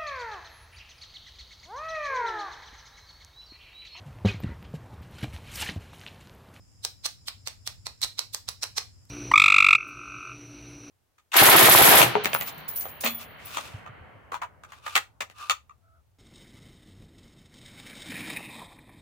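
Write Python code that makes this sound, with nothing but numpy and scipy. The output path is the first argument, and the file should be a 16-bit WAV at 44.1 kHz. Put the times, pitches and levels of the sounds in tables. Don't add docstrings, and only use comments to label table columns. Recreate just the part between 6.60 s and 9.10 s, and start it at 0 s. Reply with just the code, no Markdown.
import sys
import numpy as np
from scipy import signal
from scipy.fft import rfft, irfft, next_fast_len
from scipy.io import wavfile
from scipy.ndimage import map_coordinates

SR = 44100
rng = np.random.default_rng(int(sys.argv[2]) if len(sys.argv) > 2 else 0)


def put_to_file(sound):
    columns = np.atleast_2d(sound).T
    safe = np.clip(columns, -1, 1)
    whole_steps = np.round(safe * 32767)
    wavfile.write(sys.argv[1], SR, whole_steps.astype(np.int16))


def gain_from_db(level_db):
    decades = np.asarray(level_db, float) / 20
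    return 10 ** decades


N = 110250

# pitch_hz, density_db [dB per Hz]
RUMBLE_COLOUR = [(12, -43.5), (20, -13), (51, -0.5), (102, 7.5), (119, 1.5), (146, -6.5), (260, -17.5),
                 (340, -50), (570, -120)]
# time_s, level_db
TRAFFIC_LEVEL = [(0.0, -54), (0.05, -61.5), (1.31, -55), (1.38, -66), (1.45, -48.5), (1.5, -61),
                 (1.86, -60), (1.89, -51), (1.95, -59), (2.41, -58), (2.45, -59.5), (2.5, -65)]
# pitch_hz, density_db [dB per Hz]
HISS_COLOUR = [(250, 4.5), (400, -3.5), (1000, -10), (3000, -16), (4200, -21), (6000, -12), (9000, -16.5),
               (16000, -26)]
# pitch_hz, width_hz, level_db, pulses_per_s
INSECTS = [
    (5020, 500, 1.5, 61),
    (5158, 200, -2, 110),
    (5450, 190, 0, 77),
    (7220, 1100, 0.5, 260),
]
# time_s, level_db
INSECT_LEVEL = [(0.0, -73.5), (0.3, -72), (0.42, -70.5), (1.32, -71), (1.48, -72), (1.98, -70.5),
                (2.13, -71), (2.37, -71.5), (2.5, -77.5)]
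# stop_s, length_s, level_db, seam_pitch_hz, brightness_db_per_octave
SEAM_SCRAPES = [(.249, 0.027, -35.5, 3950, 4.5), (0.456, 0.027, -31.5, 4200, 1),
                (0.687, 0.032, -37, 3333, 5), (.873, 0.025, -39.5, 4330, 1.5), (1.077, 0.03, -37, 3430, 5),
                (1.266, 0.017, -36.5, 4380, 1.5), (1.44, .032, -24, 4100, 1.5),
                (1.592, 0.026, -35, 3810, 0.7), (1.745, .025, -36, 3800, 7.13),
                (1.888, 0.019, -37, 3730, 0), (2.035, .026, -29.5, 5450, 1.8), (2.182, .03, -28, 5600, .1),
                (2.51, .025, -44.5, 4200, 6)]
# start_s, peak_db, shell_pitch_hz, thud_db, brightness_db_per_octave
SHELL_KNOCKS = [(0.2496, -9, 5000, -5, 1.7), (0.252, -25.5, 5500, 6, 2.5), (.457, -12.5, 4360, -1.5, 1),
                (0.4605, -14, 6000, -23, -2.5), (0.463, -13.5, 5900, -8.5, 2.5),
                (0.6836, -14.5, 3935, -17.5, -4.53), (0.874, -14.5, 4500, -2.5, -0.3),
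                (.882, -22, 3330, -2, 1), (1.075, -13.5, 4270, -6.5, 0), (1.268, -16, 4500, -1.5, -0.5),
                (1.4166, -17.5, 4000, -23, 1.5), (1.446, -15, 4400, 1.5, 1.5), (1.592, -8, 4700, -8.5, -1),
                (1.7466, -11.5, 4440, -4.5, 1.9), (1.888, -12.5, 3970, -7, 0), (1.894, -24, 3930, -12, 12),
                (2.032, -11, 4100, -23, -1.5), (2.0318, -33, 5400, 9, -2.18), (2.0389, -14.5, 4260, 2, 0.5),
                (2.179, -15.5, 4024, -5, -3), (2.1815, -9, 5500, -4, -0.6), (2.184, -22, 6050, -20, -12.1),
                (2.453, -47, 7000, -9, 7)]
# pitch_hz, width_hz, level_db
SHELL_MODES = [(1110, 430, -6), (2200, 560, -5), (4100, 600, 1), (5400, 1020, -1.5), (8040, 530, -6),
               (10400, 920, -17), (13100, 6000, -36)]
# pitch_hz, decay_s
ROOM_DECAY = [(350, 0.23), (1000, 0.17), (2500, 0.23), (4200, 0.26), (6000, 0.22), (9000, 0.217),
              (15000, 0.26)]
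# pitch_hz, level_db
ROOM_TONE = [(300, 4), (1000, 6.5), (2500, 2.7), (4200, 0.7), (7000, -0.95), (15000, -1)]
# pitch_hz, correlation [0 to 1]
ROOM_LIKENESS = [(200, 0.58), (700, 0.17), (1500, 0.067), (3000, 0.0045)]

SIDES = np.array([[0.5], [-0.5]])
STROKE_TIME = np.arange(SR // 10) / SR
SHELL_OWN_DB = 1.3


def unit(x):
    return x / np.sqrt(np.mean(x ** 2) + 1e-20)


def along(points, hz):
    point_hz, value = np.transpose(points)
    return np.interp(np.log(hz + 1), np.log(point_hz + 1), value)


def wobble(rate):
    knots = rng.standard_normal(int(N * rate / SR) + 4)
    return map_coordinates(knots, [np.arange(N) * rate / SR])


def filtered(x, response):
    n = x.shape[-1]
    size = 2 * next_fast_len(n // 2 + 2048)
    return irfft(rfft(x, size) * response(np.fft.rfftfreq(size, 1 / SR)), size)[..., :n]


def peak(f, hz, width_hz):
    return 1j * f * width_hz / (hz * hz - f * f + 1j * f * width_hz)


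def add(track, s, sound):
    at = round(s * SR)
    track[at:at + len(sound)] += sound


def background():
    rumble, hiss = rng.standard_normal((2, 2, N))
    rumble = rumble + 0.07 * rumble[::-1]
    rumble = unit(filtered(rumble, lambda f: gain_from_db(along(RUMBLE_COLOUR, f))))
    traffic_db = np.interp(np.arange(N) / SR, *np.transpose(TRAFFIC_LEVEL))
    rumble_db, rumble_pan_db, hiss_db = 2.5, 1.5, -67
    hiss = unit(filtered(hiss, lambda f: gain_from_db(along(HISS_COLOUR, f)) * f / (f + 150)))
    return gain_from_db(rumble_db + rumble_pan_db * SIDES + traffic_db) * rumble + gain_from_db(hiss_db) * hiss


def insects():
    pulse_depth_db, swell_db = 2.5, 1
    t = np.arange(N) / SR
    chorus = np.zeros((2, N))
    for hz, width_hz, db, rate_hz in INSECTS:
        swell = swell_db * wobble(12)
        pulse = pulse_depth_db * np.sin(2 * np.pi * rate_hz * t + 1.19 * wobble(22))
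        band = filtered(rng.standard_normal((2, N)), lambda f: peak(f, hz, width_hz) ** 3)
        chorus += gain_from_db(db + swell + pulse) * unit(band)
    return gain_from_db(np.interp(t, *np.transpose(INSECT_LEVEL))) * chorus


def shell(f, own_hz, tilt_db, low_hz, thud_db, own_db):
    modes = SHELL_MODES + [(own_hz, 390, own_db), (842, 1370, thud_db)]
    power = sum(np.abs(gain_from_db(db) * peak(f, hz, width_hz)) ** 2 for hz, width_hz, db in modes)
    power = power * gain_from_db(2 * tilt_db * np.log2(np.maximum(f / own_hz, 0.5)))
    power = power / (1 + (low_hz / (f + 1)) ** 5)
    cepstrum = irfft(np.log(power + 1e-9))
    cepstrum[0] /= 2
    cepstrum[len(f):] = 0
    return np.exp(rfft(cepstrum))


def hook_ticks():
    hooks_per_s, spread_db, shared_hz = 15000, 1.5, 1800
    chance, sign, size = rng.random((3, 2, len(STROKE_TIME)))
    ticks = (chance < hooks_per_s / SR) * np.sign(sign - 0.5) * gain_from_db(-spread_db * np.log(size + 1e-9))
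    swap = filtered(ticks[::-1] - ticks, lambda f: 0.5 ** 0.5 / (1 + (f / shared_hz) ** 2))
    return ticks + swap * [[1], [0]]


def scrapes():
    rise_share, rise_db, release_s = 0.71, 33.5, 0.035
    low_hz, thud_db, seam_db = 400, -21, 6
    out, t = np.zeros((N + SR, 2)), STROKE_TIME
    for stop, length, db, hz, tilt_db in SEAM_SCRAPES:
        ticks = hook_ticks()
        clumps_db = 1.8 * np.clip(wobble(700)[:len(t)], -3, 1.5)
        swell_db = -rise_db * np.clip(1 - t / (rise_share * length), 0, 1)
        stop_db = -60 * np.clip(t - length, 0, 1) / release_s
        ring = lambda f: shell(f, hz, tilt_db, low_hz, thud_db, SHELL_OWN_DB + seam_db)
        steady_level = np.std(filtered(ticks, ring))
        shaped = ticks * gain_from_db(db + clumps_db + swell_db + stop_db) / steady_level
        add(out, stop - length, filtered(shaped, ring).T)
    return out[:N].T


def knocks():
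    shared_hz, shared_rest = 2593, 0.32
    rattle_db, rattle_s, low_hz = -9.5, 0.011, 389
    crest = 0.23
    out, t = np.zeros((N + SR, 2)), STROKE_TIME
    upper = lambda f: 1j * f / (shared_hz + 1j * f)
    for s, db, hz, thud_db, tilt_db in SHELL_KNOCKS:
        blow = filtered(1.0 * (t == 0), lambda f: 1 - (1 - shared_rest) * upper(f))
        rattle = rng.standard_normal((2, len(t))) * gain_from_db(rattle_db - 60 * t / rattle_s)
        rattle = filtered(rattle, lambda f: upper(f) ** 2)
        ring = filtered(blow + rattle, lambda f: shell(f, hz, tilt_db, low_hz, thud_db, SHELL_OWN_DB))
        add(out, s, gain_from_db(db) * ring.T / (crest * np.linalg.norm(ring)))
    return out[:N].T


def room_tail():
    hz, t, noise = signal.stft(rng.standard_normal((2, SR // 2)), SR, nperseg=128)
    turn = np.arccos(np.clip(along(ROOM_LIKENESS, hz), -1, 1))[:, None] / 2
    level_db = along(ROOM_TONE, hz)[:, None] - 60 * t / along(ROOM_DECAY, hz)[:, None]
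    mid, side = noise * [np.cos(turn), np.sin(turn)] * gain_from_db(level_db)
    tail = signal.istft(np.array([mid + side, mid - side]), SR, nperseg=128)[1]
    return tail / np.linalg.norm(tail[0])


def room(x):
    gap_s = 0.0024
    out = np.zeros((N + SR, 2))
    starts = [round((stop - length) * SR) for stop, length, *_ in SEAM_SCRAPES[1:]]
    edges = [0] + starts + [N]
    for a, b in zip(edges, edges[1:]):
        add(out, a / SR + gap_s, signal.fftconvolve(x[:, a:b], room_tail(), axes=1).T)
    return out[:N].T


def scene():
    pan_db, left_lag_s, room_db, room_pan_db = -3.8, 0.000118, -7.5, -1.5
    far = background() + insects()
    knife = scrapes() + knocks()
    place = lambda f: gain_from_db(pan_db * SIDES) * np.exp(-2j * np.pi * f * left_lag_s * SIDES)
    return far + filtered(knife, place) + gain_from_db(room_db + room_pan_db * SIDES) * room(knife)


def band_limit(x):
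    return signal.sosfilt(signal.butter(12, 16630, fs=SR, output="sos"), x)


def record(dry):
    mix = filtered(dry, lambda f: 1 / (1 + (f / 15900) ** 80))
    return band_limit(mix)


dry = scene()
out = record(dry)
put_to_file(out)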